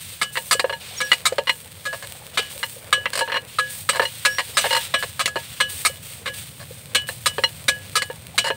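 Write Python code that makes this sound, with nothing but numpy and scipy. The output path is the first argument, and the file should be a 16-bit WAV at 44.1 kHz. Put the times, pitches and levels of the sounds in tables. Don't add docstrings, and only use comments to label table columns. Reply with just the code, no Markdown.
import sys
import numpy as np
from scipy import signal
from scipy.fft import rfft, irfft
from scipy.io import wavfile
from scipy.ndimage import uniform_filter1d

SR = 44100
rng = np.random.default_rng(int(sys.argv[2]) if len(sys.argv) > 2 else 0)


def output_pcm(signal):
    pcm = np.clip(np.atleast_2d(signal).T, -1, 1) * 32767
    wavfile.write(sys.argv[1], SR, np.round(pcm).astype(np.int16))


N = 377487
CUTOFF_HZ = 15700
BLOW_T = np.arange(SR * 3 // 10) / SR

# frequency_hz, density_db
BURST_SPECTRUM = [(500, -14), (1000, -8), (1600, -4.5), (2500, 1), (3500, 2.5), (4500, -2), (5500, -8.5),
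                  (6800, -8.5), (7700, -5.5), (8500, 4.5), (9500, -3.5), (11000, -6.5), (12800, -6.5),
                  (15300, -2)]


def handle_on_rim(crowd, clatter_db, ring_db, t60_s):
    # start_s, level_db, treble_db, resonance_db, contact_s, low_ring_db, high_ring_db
    rim_hits = [(0.2147, -18.5, -2, 9, .016, -26.5, -23), (.511, -13, 3, 11.5, 0.021, -22, -21),
                (1.004, -22, -1.5, 11, 0.012, -16.5, -29), (1.255, -14, 3.5, 13, 0.016, -32, -31),
                (1.8536, -28.5, -0.5, 9, 0.017, -20, -33), (2.374, -17.5, -9, 2, 0.017, -27.5, -19.5),
                (2.927, -15, -3.5, 11, 0.0032, -16, -17), (3.586, -17.5, -1.5, 19.5, 0.013, -15, -27.5),
                (3.8903, -15.5, -1, 13, 0.0058, -35, -24), (4.2507, -14.5, -1.5, 11, 0.0074, -13.5, -26),
                (4.57, -14, -1, 12, 0.022, -23, -20), (4.9397, -18.5, -12, 0, 0.0042, -18, -21),
                (5.1941, -18.5, -1, 8.5, 0.023, -36, -27), (5.276, -29, 2, 13, .003, -28.5, -37),
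                (5.6024, -17.5, -4.5, 6, 0.0099, -18.5, -16), (5.85, -14, 3, 15.5, 0.017, -31, -28),
                (6.259, -24.5, -11, -5, 0.026, -24, -28), (6.9479, -16.5, -1, -5, 0.01, -23.5, -14),
                (7.2593, -15.5, 3, 14.5, 0.0127, -30, -22), (7.682, -15, 0.5, -8, 0.0082, -16.5, -25),
                (7.955, -16, 4.5, 17.5, .019, -20, -19), (8.379, -15.5, -0.5, 1, 0.0072, -27.5, -18.5)]
    # pitch_hz, level_db, ring_time_share
    ladle_modes = [(1677, 2.5, 1.0), (2955, 0, 1.0), (3260, -2, .45), (5645, -14, .5), (6105, -10, .35),
                   (517, -14, 1.1), (2590, -5, .4), (2890, -6, .6), (3520, -5, .4), (4140, -7, .45),
                   (8290, -3, .35), (8490, -4, .35)]
    # frequency_hz, density_db
    rim_spectrum = [(200, -11.5), (330, -34), (510, -0.5), (800, -9.5), (950, -6), (1150, -1), (1500, -6.5),
                    (2200, 0), (3000, -3.5), (4300, -2), (5400, -9), (7200, -9), (8300, 0.5), (9500, -11),
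                    (11500, -21)]
    out = np.zeros(N)
    for start_s, level_db, treble_db, resonance_db, contact_s, low_db, high_db in rim_hits:
        resonance_hz = 1260 * (1 + 0.0098 * rng.standard_normal())
        bass_db = 1.5 - 0.45 * (level_db + 18)
        force = chatter(contact_s, per_s=1700, uneven_db=2.8, impact=0.5,
                        slide_db=-12, slide_s=0.018, ease_s=0.0005)
        clash = clatter(force, crowd, rim_spectrum, bass_db, treble_db,
                        resonance_hz, resonance_db, overtone_db=5.5, log_width=0.048)
        ring = ringing(contact_s, ladle_modes, low_db, high_db, t60_s)
        add(out, start_s, from_db(level_db + clatter_db) * clash + from_db(ring_db) * ring)
    return out


def bowl_in_pot(crowd, clatter_db, ring_db, t60_s):
    # start_s, level_db, bass_db, treble_db, contact_s, ring_db
    knocks = [(.356, -25, -7, -7, 0.019, -43), (.371, -22.5, 2, 2.5, 0.0072, -36),
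              (.5954, -17, 0, 5.5, 0.0035, -38), (.6431, -24.5, 17, -29, 0.0011, -43),
              (.6959, -24.5, 10, -11, 0.0055, -42), (.7265, -31.5, 4, 0, 0.0095, -33.5),
              (1.1169, -12, -20, -3.5, 0.0023, -30), (1.131, -19.5, -18, 5, 0.0017, -46),
              (1.325, -32.5, 17, 7, .002, -67), (1.383, -17, 8.5, -5, 0.00093, -38),
              (1.472, -24, -13, -1, 0.014, -30.5), (1.4945, -16, -14, -4, 0.0031, -31.5),
              (1.9292, -27.5, 8.5, 5, 0.017, -45), (2.0249, -32.5, 7, 7, 0.023, -51),
              (2.63, -23.5, -11, 1.5, .004, -36), (3.057, -19.5, -4, -31, 0.00088, -44.5),
              (3.2088, -23, 11.5, 3, 0.016, -25), (3.277, -27, 10, -21, 0.031, -32.5),
              (3.9959, -15, 12, -14, .0013, -35), (4.018, -21, 7.5, -0.5, 0.017, -31),
              (4.053, -30, -14, 8, .0033, -36.5), (4.3843, -18, -5.5, -1, 0.021, -30),
              (4.6422, -20, 10.5, -15, 0.026, -27.5), (5.026, -22.5, 7, 1, 0.014, -44),
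              (5.258, -18, -5, 9, 0.00068, -67), (5.276, -38, 5, 8, .003, -63),
              (5.3577, -23.5, 10, 0, 0.014, -32.5), (6.602, -37, 11, 12, 0.027, -62),
              (7.089, -26, 3, 4, 0.0046, -49), (7.3825, -21, 18, -5, 0.0037, -44),
              (7.437, -19, -18.5, 3, 0.0037, -26.5), (8.0205, -22, -5, 9, 0.0011, -55),
              (8.1003, -35.5, 14, -15, 0.0061, -47), (8.503, -20.5, 12, -20, 0.0073, -34)]
    # pitch_hz, level_db, ring_time_share
    pot_modes = [(919, 1, .8), (1678, -2, 1.0), (2892, 4, .65), (4145, -3, .65), (520, -2, .7),
                 (565, -5, .5), (1745, -5, .5), (2830, -4, .5), (2955, -7, .9), (3270, -9, .45),
                 (5660, -14, .5)]
    # frequency_hz, density_db
    pot_spectrum = [(150, -23), (330, -16), (530, 8.5), (750, 1), (915, -1), (1080, 9.5), (1520, -10),
                    (1900, -0.5), (2900, 6), (3600, -9.5), (4200, 1.5), (6000, -16.5), (8500, -4),
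                    (11000, -24.5)]
    out = np.zeros(N)
    for start_s, level_db, bass_db, treble_db, contact_s, pot_db in list(knocks) + scrape_slips():
        bowl_hz = 1826 - 7.5 * bass_db
        tilt_db = 0.34 * bass_db
        impact = 1.35 * np.exp(-contact_s / 0.043)
        force = chatter(contact_s, per_s=650, uneven_db=3.0, impact=impact,
                        slide_db=-26, slide_s=0.015, ease_s=0.2 * contact_s)
        knock = clatter(force, crowd, pot_spectrum, bass_db, treble_db,
                        bowl_hz, resonance_db=21.5, overtone_db=5.0, log_width=0.087)
        ring = ringing(contact_s, pot_modes, pot_db + tilt_db, pot_db - tilt_db, t60_s)
        add(out, start_s, from_db(level_db + clatter_db) * knock + from_db(ring_db) * ring)
    return out


def scrape_slips(count=4, contact_s=0.005, jitter=0.15, spread_db=2):
    # start_s, length_s, level_db, bass_db, treble_db, ring_db
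    scrapes = [(3.139, 0.071, -25.5, 5.5, 12.5, -53), (3.327, .06, -24.5, -0.5, -11, -36),
               (3.933, .05, -28.5, 8.5, 5.5, -46), (4.7044, .082, -21, -2.5, 7.5, -29.5),
               (8.444, 0.049, -27.5, 4.5, 8, -36.5)]
    slips = []
    for start_s, length_s, level_db, bass_db, treble_db, ring_db in scrapes:
        for k, (late, strong) in enumerate(rng.standard_normal((count, 2))):
            slip_s = start_s + length_s * (k + jitter * late) / count
            slips.append((slip_s, level_db + spread_db * strong, bass_db, treble_db, contact_s, ring_db))
    return slips


def chatter(contact_s, per_s, uneven_db, impact, slide_db, slide_s, ease_s):
    after_s = np.maximum(BLOW_T - contact_s, 0)
    release = np.exp(-after_s / 0.0015) + from_db(slide_db) * np.exp(-after_s / slide_s)
    pressure = release * (1 - np.exp(-BLOW_T / ease_s))
    force = grains(per_s, uneven_db, size=len(BLOW_T)) * pressure
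    force[0] += impact * np.linalg.norm(force) + 1e-3
    return force


def mode_crowd(count=700, size=4500):
    # frequency_hz, t60_s
    decay_times = [(300, 0.12), (520, 0.093), (1200, 0.036), (3000, 0.055), (8500, 0.061), (14000, 0.054)]
    root_hz = np.linspace(np.sqrt(120), np.sqrt(CUTOFF_HZ), count)
    hz = (root_hz + (root_hz[1] - root_hz[0]) * rng.uniform(-0.23, 0.79, count)) ** 2
    t = BLOW_T[:size]
    t60_s = at_hz(decay_times, hz)[:, None]
    swings = np.sin(2 * np.pi * (hz[:, None] * t + rng.random((count, 1)))) * decay(t, t60_s)
    return hz, swings * np.sqrt(root_hz[:, None] / t60_s)


def clatter(force, crowd, spectrum, bass_db, treble_db,
            resonance_hz, resonance_db, overtone_db, log_width):
    hz, swings = crowd
    shelves_db = at_hz([(600, bass_db), (950, 0), (3300, 0), (5500, treble_db)], hz)
    peaks = [(resonance_hz, resonance_db), (1.814 * resonance_hz, overtone_db)]
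    peaks_db = sum(db / (1 + (np.log(hz / centre_hz) / log_width) ** 2) for centre_hz, db in peaks)
    scatter_db = 2.5 * rms_one(uniform_filter1d(rng.standard_normal(len(hz)), size=6))
    strengths = from_db(at_hz(spectrum, hz) + shelves_db + peaks_db + scatter_db)
    sound = signal.fftconvolve(force, strengths @ swings)[:len(force)]
    sound = signal.sosfilt(signal.butter(3, 170, "high", fs=SR, output="sos"), sound)
    return sound / np.sqrt(np.mean(sound[:SR // 25] ** 2))


def ringing(contact_s, modes, low_db, high_db, t60_s):
    swell = 1 - np.exp(-BLOW_T / (0.68 * contact_s))
    ring = np.zeros(len(BLOW_T))
    for hz, level_db, share in modes:
        gain = from_db(level_db + (low_db if hz < 2000 else high_db) + rng.standard_normal())
        ring += gain * decay(BLOW_T, t60_s * share) * np.sin(2 * np.pi * (hz * BLOW_T + rng.random()))
    return swell * ring


def handle_squeaks(waver):
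    # start_s, length_s, start_hz, end_hz, level_db
    squeaks = [(0.96, .04, 6140, 7250, -32), (0.974, 0.029, 5640, 5550, -27),
               (1.013, 0.076, 5700, 5600, -35.5), (4.278, 0.136, 5500, 5740, -34),
               (4.543, 0.04, 4800, 5700, -34), (4.576, 0.058, 6000, 5950, -29.5)]
    out = np.zeros(N)
    for start_s, length_s, start_hz, end_hz, level_db in squeaks:
        progress = np.minimum(BLOW_T / length_s, 1)
        glide_hz = start_hz + (end_hz - start_hz) * progress
        hz = glide_hz * (1 + waver * drift(290)[:len(BLOW_T)])
        whistle = np.sin(2 * np.pi * np.cumsum(hz) / SR)
        add(out, start_s, from_db(level_db) * np.sin(np.pi * progress) * whistle)
    return out


def broth(swirl_db, bubble_db, bubbles=130):
    # time_s, level_db
    swirl_levels = [(0.0, -60.5), (1.27, -51), (1.64, -56), (3.1, -50.5), (4.02, -60.5), (4.9, -51.5),
                    (4.97, -56.5), (8.3, -54)]
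    # frequency_hz, density_db
    swirl_spectrum = [(200, -5.5), (350, -2.5), (520, 8.5), (700, 1), (1000, -0.5), (1500, -3),
                      (2500, -1.5), (6000, -80)]
    # start_s, pitch_hz, peak_db
    plops = [(.551, 488, -20), (.642, 510, -12), (1.322, 492, -16), (1.384, 445, -20.5),
             (2.391, 435, -23.5), (2.56, 520, -35.5), (2.765, 513, -34.5), (2.978, 516, -29),
             (3.995, 467, -32), (4.642, 770, -19.5), (4.656, 650, -21), (5.36, 366, -24.5),
             (5.897, 507, -29), (6.299, 500, -36), (6.707, 477, -31), (7.384, 470, -14.5),
             (8.1, 496, -21.5), (8.343, 770, -34.5), (8.502, 409, -24)]
    swirl = rms_one(colour(grains(700, 0.45), swirl_spectrum))
    for when, pitch, faintness in rng.random((bubbles, 3)):
        add(swirl, when * N / SR, from_db(bubble_db - 12 * faintness) * plop(420 * 2 ** (pitch ** 2)))
    out = from_db(in_time(swirl_levels) + swirl_db + 2.0 * drift(16)) * swirl
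    for start_s, pitch_hz, peak_db in plops:
        add(out, start_s, from_db(peak_db) * plop(pitch_hz))
    return out


def plop(hz, rise_s=0.0035):
    swell = (BLOW_T / rise_s) * np.exp(1 - BLOW_T / rise_s)
    return swell * np.sin(2 * np.pi * hz * BLOW_T * (1 + 3.6 * BLOW_T))


def sizzle(body_db, spray_db, grit, flicker_db):
    # start_s, wet_s, body_db, fine_spray_db
    washes = [(0, 0.14, -38.5, -42), (.32, .17, -45, -40.5), (.8, 0.17, -35.5, -48.5),
              (1.04, 0.1, -36.5, -43), (1.48, 0.084, -49, -44), (1.94, 0.23, -43.5, -45.5),
              (2.33, 0.18, -37, -48.5), (2.49, 0.25, -46, -42), (3.12, 0.056, -36, -48),
              (3.47, 0.3, -41, -49), (3.689, 0.098, -42, -37), (3.88, 0.94, -38.5, -43),
              (4.6, 0.22, -28, -37), (4.98, 0.06, -34.5, -39), (5.38, .2, -38, -46),
              (5.688, 0.13, -35, -34.5), (6.02, 0.11, -40, -42), (6.33, 0.075, -36, -39.5),
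              (7.07, 0.031, -39, -38), (7.2, .43, -46.5, -48), (6.5, .35, -63, -53),
              (7.808, 0.01, -39.5, -48), (8.02, 0.033, -49, -48)]
    bursts = rng.standard_normal(N) + grit * rms_one(grains(820, 4.5))
    hiss = colour(bursts * from_db(flicker_db * drift(70)), BURST_SPECTRUM)
    body = rms_one(signal.sosfilt(signal.butter(4, 6300, "low", fs=SR, output="sos"), hiss))
    spray = rms_one(signal.sosfilt(signal.butter(4, 6300, "high", fs=SR, output="sos"), hiss))
    waver_db = 1.25 * drift(9.8)
    body_power = from_db(-46.5 + waver_db) ** 2
    spray_power = from_db(-50.5 + waver_db) ** 2
    for start_s, wet_s, wash_body_db, wash_spray_db in washes:
        wetness = wall_wetness(wet_s)
        add(body_power, start_s, (from_db(wash_body_db) * wetness) ** 2)
        add(spray_power, start_s, (from_db(wash_spray_db) * wetness) ** 2)
    return from_db(body_db) * np.sqrt(body_power) * body + from_db(spray_db) * np.sqrt(spray_power) * spray


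def wall_wetness(wet_s, wetting_s=0.012, drying_s=0.079):
    t = np.arange(SR) / SR
    return np.minimum(t / wetting_s, 1) * np.exp(-np.maximum(t - wet_s, 0) / drying_s)


def fire(crackle_db, snap_db):
    # time_s, level_db
    flame_levels = [(0.4, -48), (2.01, -49), (8.18, -43), (8.2, -44.5)]
    # frequency_hz, density_db
    flame_spectrum = [(25, -39), (45, -23), (65, -8), (90, 3), (150, -1.5), (230, -11.5), (400, -28),
                      (800, -53)]
    # start_s, level_db
    snaps = [(2.073, -17), (2.123, -14), (2.579, -15), (2.665, -21), (2.697, -19), (3.104, -16),
             (7.642, -20), (8.269, -17)]
    flutter = from_db(in_time(flame_levels) + 1.5 * drift(12))
    rumble = flutter * rms_one(colour(rng.standard_normal(N), flame_spectrum))
    ticks = from_db(crackle_db) * grains(30, 3.0)
    for start_s, level_db in snaps:
        add(ticks, start_s, from_db([level_db + snap_db]))
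    return rumble + colour(ticks, BURST_SPECTRUM)


def grains(per_s, spread_db, size=N):
    born = rng.random(size) < per_s / SR
    polarity = rng.choice([-1, 1], size)
    return born * polarity * from_db(spread_db * np.minimum(rng.exponential(1, size), 4))


def drift(rate_hz):
    return np.interp(np.arange(N) / SR * rate_hz, np.arange(2000), rng.standard_normal(2000))


def colour(x, spectrum, size=8192):
    magnitude = from_db(at_hz(spectrum, np.fft.rfftfreq(size, 1 / SR)))
    cepstrum = irfft(np.log(magnitude))
    lag = np.arange(size)
    causal = 2 * cepstrum * (lag < size // 2) - cepstrum[0] * (lag == 0)
    response = irfft(np.exp(rfft(causal)))
    return signal.fftconvolve(x, response / np.linalg.norm(response))[:len(x)]


def decay(t, t60_s):
    return np.exp(-np.log(1000) * t / t60_s)


def in_time(points):
    time_s, value = np.transpose(points)
    return np.interp(np.arange(N) / SR, time_s, value)


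def at_hz(points, hz):
    frequency_hz, value = np.transpose(points)
    return np.interp(np.log(np.maximum(hz, 1)), np.log(frequency_hz), value)


def add(out, start_s, sound):
    i = max(int(start_s * SR), 0)
    out[i:i + len(sound)] += sound[:max(N - i, 0)]


def from_db(db):
    return 10 ** (np.asarray(db) / 20)


def rms_one(x):
    return x / np.sqrt(np.mean(x ** 2) + 1e-20)


def scene():
    crowd = mode_crowd()
    mono = handle_on_rim(crowd, clatter_db=-1.75, ring_db=0.5, t60_s=0.26)
    mono += bowl_in_pot(crowd, clatter_db=-3.18, ring_db=12.5, t60_s=0.12)
    mono += broth(swirl_db=3.5, bubble_db=8)
    mono += sizzle(body_db=-4.0, spray_db=4.0, grit=0.4, flicker_db=1.47)
    mono += handle_squeaks(waver=0.008)
    mono += fire(crackle_db=-23.5, snap_db=7)
    return np.array([mono, mono])


def record(dry):
    rounded = dry / (1 + (dry / 0.85) ** 4) ** (1 / 4)
    return signal.sosfilt(signal.ellip(12, 0.1, 80, CUTOFF_HZ, fs=SR, output="sos"), rounded)


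dry = scene()
out = record(dry)
output_pcm(out)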